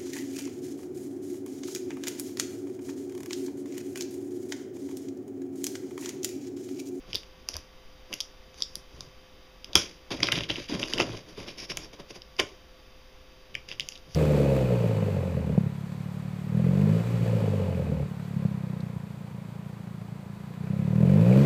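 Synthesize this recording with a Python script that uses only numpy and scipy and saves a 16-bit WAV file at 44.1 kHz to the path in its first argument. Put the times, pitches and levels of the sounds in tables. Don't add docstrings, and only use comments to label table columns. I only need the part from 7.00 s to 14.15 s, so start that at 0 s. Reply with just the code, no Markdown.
import sys
import numpy as np
from scipy import signal
from scipy.fft import rfft, irfft
from scipy.io import wavfile
from scipy.ndimage import uniform_filter1d

SR = 44100
rng = np.random.default_rng(int(sys.argv[2]) if len(sys.argv) > 2 else 0)


def to_wav(sig):
    pcm = np.clip(np.atleast_2d(sig), -1, 1) * 32767
    pcm = np.round(pcm).astype(np.int16)
    wavfile.write(sys.argv[1], SR, pcm.T)


N = 315315

# pitch_hz, width_hz, relative level_db
BLADE_MODES = [(4855, 1260, 1.5), (5630, 690, -2), (6500, 1930, -0.5), (8470, 3100, -7),
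               (11050, 3500, -7.5), (14400, 5000, -47)]
# pitch_hz, width_hz, relative level_db
FLAP_MODES = [(240, 123, -0.5), (300, 110, 4), (409, 260, 3), (573.4, 62, -2), (627, 224, -4.5),
              (1006, 310, -7), (1474, 750, -9.5)]


def gain_of(db):
    return 10 ** (np.asarray(db) / 20)


def evened(x):
    return x / np.sqrt(np.mean(x ** 2) + 1e-20)


def read(points, hz):
    f, value = np.transpose(points)
    return np.interp(np.log(hz + 1), np.log(f + 1), value)


def add(mix, s, sound):
    part = mix[round(s * SR):][:len(sound)]
    part += sound[:len(part)]


def ring(modes, size=4096):
    t = np.arange(size) / SR
    body = np.zeros(size)
    for k, (hz, width, db) in enumerate(modes):
        swell_and_decay = width ** 1.5 * t * np.exp(-np.pi * width * t)
        body += (-1) ** k * gain_of(db) * swell_and_decay * np.sin(2 * np.pi * hz * t)
    return body / np.linalg.norm(body)


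def background():
    # frequency_hz, relative density_db
    hiss_colour = [(15, 28.5), (40, 24.5), (100, 11.5), (300, 8), (700, 3.5), (1600, -0.5), (4000, -1),
                   (9000, -19), (15200, -17.5), (15600, -47), (20000, -55)]
    # frequency_hz, level_db (rms)
    whine_tones = [(59.2, -61.5), (393.0, -70), (516.8, -61.5), (689.1, -76.5), (1034, -79), (1147, -71),
                   (2067, -78), (2584, -75), (3101, -73), (3618, -75.5), (4646, -79)]
    hiss_db = -50
    hz = np.fft.rfftfreq(N, 1 / SR)
    hiss = evened(irfft(rfft(rng.standard_normal(N)) * gain_of(read(hiss_colour, hz)), N))
    t = np.arange(N) / SR
    waver = 1 + 0.042 * evened(uniform_filter1d(rng.standard_normal(N), size=4000))
    tones = np.zeros(N)
    for f, db in whine_tones:
        tones += gain_of(db) * np.sqrt(2) * np.sin(2 * np.pi * (f * t + rng.random()))
    return gain_of(hiss_db) * hiss + waver * tones


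def room(x):
    # frequency_hz, t60_s
    decay_times = [(100, 0.53), (500, 0.44), (1400, 0.22), (3700, 0.19), (6000, 0.26), (12000, 0.16)]
    reflections = np.zeros(SR // 2)
    slots = np.arange(150, len(reflections) - 10, 10)
    reflections[slots + rng.integers(0, 10, len(slots))] = rng.choice([-1., 1.], len(slots))
    hz, t, bands = signal.stft(reflections, SR, nperseg=256)
    decay = gain_of(-60 * t / read(decay_times, hz)[:, None])
    tail = signal.istft(bands * decay, SR, nperseg=256)[1]
    tail = tail * (1 - 0.09 * np.exp(-np.arange(len(tail)) / SR / 0.0012))
    return signal.fftconvolve(x, tail / np.linalg.norm(tail))[:N]


def thuds():
    # start_s, peak level_db, pitch_hz
    panel_blows = [(0.136, -40, 94.6), (.146, -34, 437), (0.545, -36, 75), (1.934, -46, 68),
                   (2.751, -28, 75.6), (2.754, -22, 310), (2.756, -28, 660), (2.7555, -16, 1000),
                   (2.768, -34, 160), (3.114, -42, 310), (3.227, -23.5, 300), (3.496, -28.5, 314),
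                   (3.583, -27, 333), (3.695, -29, 260), (3.723, -22.5, 280), (3.748, -27, 196),
                   (3.82, -31, 252), (3.939, -27, 274), (3.997, -16.5, 341), (4.379, -33, 344),
                   (5.395, -21, 400), (5.398, -24, 553)]
    damping = 0.36
    out = np.zeros(N)
    for s, db, hz in panel_blows:
        body = ring([(hz, damping * hz, 0)])
        add(out, s, gain_of(db) * body / abs(body).max())
    return out


def patch(hz, damping):
    # multiple of its pitch, relative level_db
    patch_modes = [(.7, -9.5), (0.998, 4.5), (1.3, -5.5)]
    return ring([(hz * multiple, hz * damping, db) for multiple, db in patch_modes], size=512)


def strokes(rows):
    rise_db = 19
    lead_s = .2
    power = np.zeros((len(rows[0]) - 4, N))
    t = np.arange(-lead_s, .4, 1 / SR)
    for s, rise, hold, fall, *levels in rows:
        climb = rise_db * np.minimum(t, 0) / max(rise, .002)
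        shape = climb - fall * np.maximum(t - hold, 0)
        skip = max(round((lead_s - s) * SR), 0)
        for row, db in zip(power, levels):
            add(row, max(s - lead_s, 0), gain_of(2 * (db + shape[skip:])))
    return uniform_filter1d(np.sqrt(power), size=130)


def grains(per_s, spread_db):
    size = gain_of(spread_db * np.minimum(rng.exponential(1, N), 4)) * rng.choice([-1., 1.], N)
    return evened(size * (rng.random(N) < per_s / SR))


def rubs():
    # full_strength_s, rise_s, hold_s, fall_db_per_s, tape drive_db, blade drive_db
    scrapes = [(.112, 0.054, .004, 400, -51.5, -58), (.142, 0.022, 0.012, 203, -50, -51.5),
               (.488, 0.011, .002, 250, -53, -51), (.535, 0.017, 0.025, 260, -47.5, -55),
               (1.13, 0.046, 0.013, 146, -53, -54.5), (1.585, 0.037, 0.043, 600, -54, -52),
               (1.68, .04, 0.083, 300, -70, -63), (1.95, 0.12, 0.084, 148, -64, -64),
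               (2.772, 0.027, .004, 170, -32, -37.5), (3.107, 0.0035, 0.02, 302, -35.5, -43.5),
               (3.19, 0.026, .035, 300, -47, -56), (3.236, .012, 0.0096, 500, -38, -44.5),
               (3.283, 0.054, 0.0031, 1400, -33, -45), (3.324, 0.014, .002, 450, -30, -41),
               (3.372, 0.035, .002, 248, -32, -43), (3.356, .004, .006, 900, -30, -44),
               (3.408, .005, .006, 900, -39, -48), (3.436, .003, .006, 900, -38.5, -52),
               (3.491, .004, 0.014, 900, -31.5, -47.5), (3.51, .02, 0.12, 270, -43, -52),
               (3.688, 0.0079, 0.061, 298, -38, -47), (3.795, 0.028, 0.012, 106, -45, -46.5),
               (3.902, 0.035, .002, 600, -42.5, -45), (3.938, 0.041, .002, 406, -40, -45),
               (3.998, 0.017, .002, 320, -29, -37), (4.06, .02, .11, 200, -48, -55),
               (4.288, .035, .002, 200, -53, -57), (4.382, 0.031, .002, 125, -45, -53),
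               (4.478, 0.023, .002, 209, -42.5, -53), (4.58, 0.011, 0.07, 1300, -45, -51.5),
               (4.7, 0.011, 0.0076, 590, -34.5, -43), (4.8, 0.11, .054, 700, -51, -55.5),
               (4.934, 0.011, .002, 600, -48.5, -54), (5.0, .014, 0.0014, 800, -46.5, -54),
               (5.106, 0.026, 0.0017, 850, -46, -50), (5.16, 0.032, 0.0013, 600, -47.5, -52.5),
               (5.396, 0.0096, 0.0061, 1500, -27, -35.5), (5.46, .06, .04, 200, -56.5, -63.5),
               (6.686, 0.0068, 0.041, 700, -44.5, -56), (6.93, 0.18, .002, 198, -59, -58.5),
               (7.14, 0.084, .01, 300, -58, -56.5)]
    # full_strength_s, rise_s, hold_s, fall_db_per_s,
    # flap drive_db, hollow drive_db
    shoves = [(.09, .07, 0.0092, 600, -50.5, -50), (.142, 0.012, 0.0015, 453, -41, -50),
              (.488, .01, .002, 600, -45.5, -63), (.554, 0.056, 0.0017, 402, -48.5, -56),
              (1.12, 0.031, 0.0017, 550, -41.5, -46), (1.618, 0.14, .002, 600, -54.5, -61),
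              (1.77, .06, .002, 450, -55, -52.5), (1.946, 0.066, 0.035, 200, -54.5, -53.5),
              (2.058, 0.12, .002, 600, -55, -53.5), (2.68, 0.024, .01, 200, -49, -58),
              (2.755, 0.0094, 0.0026, 750, -24.5, -25), (2.78, .01, .002, 155, -39.5, -54),
              (3.108, 0.0065, 0.027, 450, -31.5, -38), (3.19, 0.023, .002, 302, -40.5, -39),
              (3.24, 0.025, .002, 600, -32, -32.5), (3.288, 0.08, 0.0016, 800, -34.5, -40),
              (3.324, 0.013, 0.0018, 300, -33.5, -31), (3.372, 0.034, 0.0022, 162, -34, -33),
              (3.495, 0.0062, 0.0017, 220, -34.5, -35.5), (3.585, 0.03, .002, 396, -37, -41.5),
              (3.696, 0.0084, 0.062, 398, -35, -39.5), (3.79, .05, 0.036, 280, -38.5, -46),
              (3.902, 0.081, .01, 300, -43, -60), (3.938, 0.011, 0.0023, 280, -37, -37),
              (3.998, 0.045, 0.0027, 296, -23.5, -34.5), (4.056, 0.075, 0.081, 181, -41, -41.5),
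              (4.288, 0.036, .002, 280, -44.5, -49), (4.376, 0.011, .006, 160, -38.5, -41),
              (4.47, 0.032, 0.0048, 350, -40.5, -52), (4.58, .03, 0.069, 900, -47.5, -55),
              (4.7, 0.022, 0.016, 604, -42, -43), (4.772, 0.023, .002, 250, -44, -48),
              (4.854, .08, 0.0022, 600, -43.5, -51.5), (4.934, .02, .002, 250, -48.5, -63),
              (5.0, .022, .002, 550, -41.5, -51), (5.106, 0.011, .002, 1000, -41.5, -45),
              (5.16, 0.029, 0.0017, 600, -43.5, -46), (5.394, 0.0084, 0.013, 498, -28, -40),
              (6.554, 0.05, .002, 600, -51.5, -47), (6.704, 0.056, .01, 450, -51, -51),
              (6.824, 0.088, .002, 250, -54.5, -49.5), (7.078, 0.027, .002, 600, -57, -43.5)]
    # full_strength_s, rise_s, hold_s, fall_db_per_s, drive_db
    rasps = [(4.49, 0.035, .002, 530, -54), (4.591, 0.018, .002, 182, -48.5),
             (4.71, 0.016, 0.0033, 1250, -37), (4.838, 0.023, .002, 622, -51)]
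    # pitch_hz, width_hz, relative level_db
    rasp_modes = [(5200, 900, -3), (5500, 410, 3)]
    # pitch_hz, width_hz, relative level_db
    hollow_modes = [(62.5, 38.8, -7), (85, 82, -9), (116.5, 53, -1.5), (157, 54, -4.5)]
    # pitch_hz, level_db
    rubbed_patches = [(1700, -8.5), (2050, -4), (2400, 1), (2750, -8), (3100, 1.5), (3500, 0.5),
                      (3900, -1.5)]
    slide_s = 4.25
    cut_grain, slide_grain = 0.81, 0.66
    fizz_cut_db, fizz_slide_db = -13.5, -11

    tape, blade = strokes(scrapes)
    flap, hollow = strokes(shoves)
    rasp, = strokes(rasps)
    sliding = np.arange(N) > slide_s * SR

    clumps = gain_of(3.9 * evened(uniform_filter1d(rng.standard_normal(N), size=250)))
    coarse = evened(clumps * grains(per_s=7000, spread_db=4))
    grain = np.where(sliding, slide_grain, cut_grain)
    slips = grain * coarse + np.sqrt(1 - grain ** 2) * rng.standard_normal(N)
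    jolts = evened(grains(per_s=830, spread_db=3.5) + 0.43 * slips)

    out = np.zeros(N)
    place = rng.integers(0, len(rubbed_patches), N)
    for k, (hz, db) in enumerate(rubbed_patches):
        out += gain_of(db) * signal.oaconvolve(tape * slips * (place == k), patch(hz, 0.31))[:N]

    fizz = gain_of(np.where(sliding, fizz_slide_db, fizz_cut_db))
    parts = ((blade * slips, BLADE_MODES[:3]),
             (fizz * blade * slips, BLADE_MODES[3:]),
             (rasp * slips, rasp_modes),
             (flap * jolts, FLAP_MODES),
             (hollow * jolts, hollow_modes))
    for drive, modes in parts:
        out += signal.oaconvolve(drive, ring(modes))[:N]
    return out


def snap_blade(sharp_db):
    top_db = -3.5
    lowest_hz = BLADE_MODES[0][0]
    modes = []
    for k, (hz, width, db) in enumerate(BLADE_MODES):
        lift_db = sharp_db * min(np.log2(hz / lowest_hz), .45)
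        modes.append((hz, width, db + lift_db + top_db * (k > 2)))
    return ring(modes, size=256)


def snap_flap():
    tilt_db = 3
    modes = [(hz, width, db + tilt_db * np.log2(hz / 1000)) for hz, width, db in FLAP_MODES[-3:]]
    return ring(modes, size=1024)


def ticks():
    # start_s, tape peak level_db, pitch_hz of the taut patch,
    # blade peak level_db, blade sharpness_db_per_octave, flap peak level_db, length_ms
    snaps = [(0.1311, -20, 3120, -26.5, -38, -59, 0.63), (0.1451, -29, 3020, -23, -15, -59, 1.4),
             (0.1507, -17, 3700, -24, -12, -38, 1.54), (0.1554, -14, 3500, -20.5, -6, -58, 0.23),
             (0.2325, -36.5, 2780, -46, -10, -57, 0.89), (0.4875, -27.5, 2720, -16.5, 12, -34, 0.48),
             (0.54, -32, 3400, -28, 0, -53, 1.8), (0.5543, -42, 1790, -32, 1, -34.5, 2.63),
             (0.5662, -29, 3800, -22.5, 32, -38, 0.99), (1.1279, -20.5, 2870, -26, 5, -58, 1.04),
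             (1.1348, -22.5, 2630, -42, 9, -45, 3.7), (1.1394, -41, 3170, -18.5, 10, -54, 0.48),
             (1.2041, -18, 3330, -19.5, 4, -45, .68), (1.209, -27, 3480, -21.5, 10, -47, 0.69),
             (1.5427, -42, 3500, -44, 8, -51, 1.4), (1.605, -34, 3500, -34, -3, -43, 0.85),
             (1.6218, -19, 3520, -11, -28, -49, 0.88), (1.632, -43, 3600, -29, -25, -54, 4.4),
             (1.755, -33, 3400, -16.5, 10, -65, 0.32), (2.0071, -28.5, 3750, -27, 6, -38, 0.17),
             (2.644, -27.5, 3030, -30, 6, -59, 1.4), (2.7317, -24.5, 3670, -34, 0, -40, 1.34),
             (2.7539, -6, 3310, -2.5, -3, -13, 1.4), (2.7554, -10, 2390, -31, 8, -27, .6),
             (2.7611, -17, 3320, -14, -19, -19, 0.34), (3.202, -26, 2450, -29, -3, -35, 4.5),
             (3.2285, -13.5, 2320, -20, -12, -37, 2.2), (3.2315, -9, 3350, -10, -11, -20.5, 0.5),
             (3.2415, -32, 3000, -35, -20, -47, 1.6), (3.2563, -27, 2800, -38, -5, -45, 1.2),
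             (3.2695, -18, 3270, -30, -4, -44, 1.8), (3.2857, -15, 1930, -30, -10, -28, 1.92),
             (3.318, -13.5, 3200, -31, 4, -36, 2.1), (3.3212, -9.5, 2950, -17.5, 6, -25.5, 1.17),
             (3.3255, -14.5, 2180, -37, -11, -44, 2.2), (3.3552, -17.5, 3230, -31, 9, -38, 3.2),
             (3.3864, -18.5, 3000, -49, -17, -55, 2.3), (3.4069, -18, 2860, -33, -2, -35, 1),
             (3.4352, -21, 3000, -34, 8, -45, .6), (3.496, -19, 2800, -34, -5, -34, 5.5),
             (3.502, -13, 3100, -35, 1, -36, 2.12), (3.558, -19, 2950, -43, 3, -53, 0.17),
             (3.7983, -30, 2700, -31, 3, -48, 1), (3.8293, -13.5, 2800, -35, -12, -29.5, 0.64),
             (3.8369, -18, 2800, -27, -23, -32, 0.41), (3.8823, -33.5, 2090, -33, -6, -44, 2.3),
             (3.9265, -29, 1890, -34, 3, -41, 1.5), (3.9355, -13.5, 2950, -15, -15, -30, .39),
             (3.9779, -25, 2080, -27, -8, -51, 2.5), (3.9827, -16.5, 2970, -29, 3, -27, 1.64),
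             (3.9989, -14.5, 1970, -30, -5, -29, 1.28), (4.0006, -16, 2530, -19.5, -14, -13.5, 1.9),
             (4.0089, -13.5, 2830, -23, 1, -39, 1.06), (4.0185, -43, 2960, -26, -3, -46, 1.8),
             (4.12, -32, 3200, -52, -8, -53, .3), (4.7171, -26.5, 2830, -35, -12, -28.5, 1.08),
             (4.7713, -23, 3300, -15.5, 11, -33, 0.61), (4.7741, -23.5, 2300, -25, 4, -39, 0.64),
             (5.2184, -35, 3070, -36, -36, -60, 2.1), (5.3658, -50, 2560, -40, -18, -59, .87),
             (5.3834, -45, 2500, -37, 0, -60, 1.05), (5.3875, -32, 2600, -30, -19, -43, 2.6),
             (5.3911, -14, 2970, -24, -22, -25, 4.05), (5.3955, -12.5, 2600, -37, 13, -24, 2.08),
             (5.3987, -13, 2240, -13.5, -6, -33, 0.37), (5.4025, -16, 2260, -21, -12, -22, 1.75),
             (6.5437, -32, 2860, -44, -4, -54, .6), (6.551, -18, 2450, -29.5, -6, -60, 2.2),
             (6.687, -36, 2420, -30, -16, -61, 2.7), (6.715, -22, 2750, -33, -21, -48, .17),
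             (6.7232, -32, 2760, -39, 1, -41.5, 1.6), (6.7972, -14, 3000, -22, -10, -57, 0.19),
             (6.8062, -18.5, 3430, -26, -13, -60, 0.35), (6.8875, -26, 2760, -19.5, 11, -61, .52),
             (6.921, -33.5, 2540, -36.5, -32, -65, 1.8), (6.9547, -31.5, 3620, -49, -21, -53, 0.95),
             (6.9608, -37, 2840, -49, -17, -64, 1.12), (6.976, -38, 3550, -39, 1, -56, 0.44),
             (7.1475, -31, 2900, -23.5, -8, -56, 0.27)]
    hard_db = -18.5
    damping_base, damping_per_db = 0.25, -0.01
    thrown_base_db, thrown_per_db = -12, 0.42

    near, far = np.zeros(N), np.zeros(N)
    t_ms = np.arange(256) / SR * 1000
    flap = snap_flap()
    for s, tape_db, hz, blade_db, sharp_db, flap_db, ms in snaps:
        excess_db = max(tape_db - hard_db, 0)
        swell = (t_ms / ms) ** .9 * np.exp(-(t_ms / ms / 0.73) ** 2)
        force = rng.standard_normal(256) * swell / np.linalg.norm(swell)
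        force[np.argmax(swell)] = 0.87
        tape = patch(hz, damping_base + damping_per_db * excess_db)
        thrown = gain_of(thrown_base_db + thrown_per_db * excess_db)
        for body, db in ((tape, tape_db), (snap_blade(sharp_db), blade_db), (flap, flap_db)):
            sound = np.convolve(force, body)
            sound = gain_of(db) * sound / abs(signal.hilbert(sound)).max()
            add(near, s, sound)
            add(far, s, thrown * sound)
    return near, far


def scene():
    snaps, thrown = ticks()
    rubbed = rubs() + thuds()
    tail = room(thrown + gain_of(-16.5) * rubbed)
    return (snaps + rubbed + tail + background())[None]


def record(dry):
    # frequency_hz, level_db
    mic_response = [(20, -3.5), (3600, 0.5), (4550, 2.5), (4900, 7), (5200, 2), (5800, 3.5), (6400, 2),
                    (7200, -6), (8300, -7), (9800, 0.5), (15000, 0)]
    notch_centres = [4200, 7850, 8750, 12600]
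    # width_hz, depth_db
    notch_shapes = [(260, -26), (310, -33), (237, -49), (210, -16)]
    edge_hz = 16500
    hz = abs(np.fft.fftfreq(8192, 1 / SR))
    gain = gain_of(read(mic_response, hz))
    for f, (width, db) in zip(notch_centres, notch_shapes):
        floor = (width * gain_of(db)) ** 2
        gain = gain * np.sqrt(((hz - f) ** 2 + floor) / ((hz - f) ** 2 + width ** 2))
    log = np.log(gain)
    mic = np.fft.ifft(np.exp(log - 1j * signal.hilbert(log).imag)).real[:2048]
    heard = signal.oaconvolve(dry, mic[None])[:, :N]
    heard = np.clip(heard, -.93, .93)
    band = signal.firwin(511, edge_hz, window=("kaiser", 9), fs=SR)
    return signal.oaconvolve(heard, band[None], "same")


dry = scene()
out = record(dry)
to_wav(out)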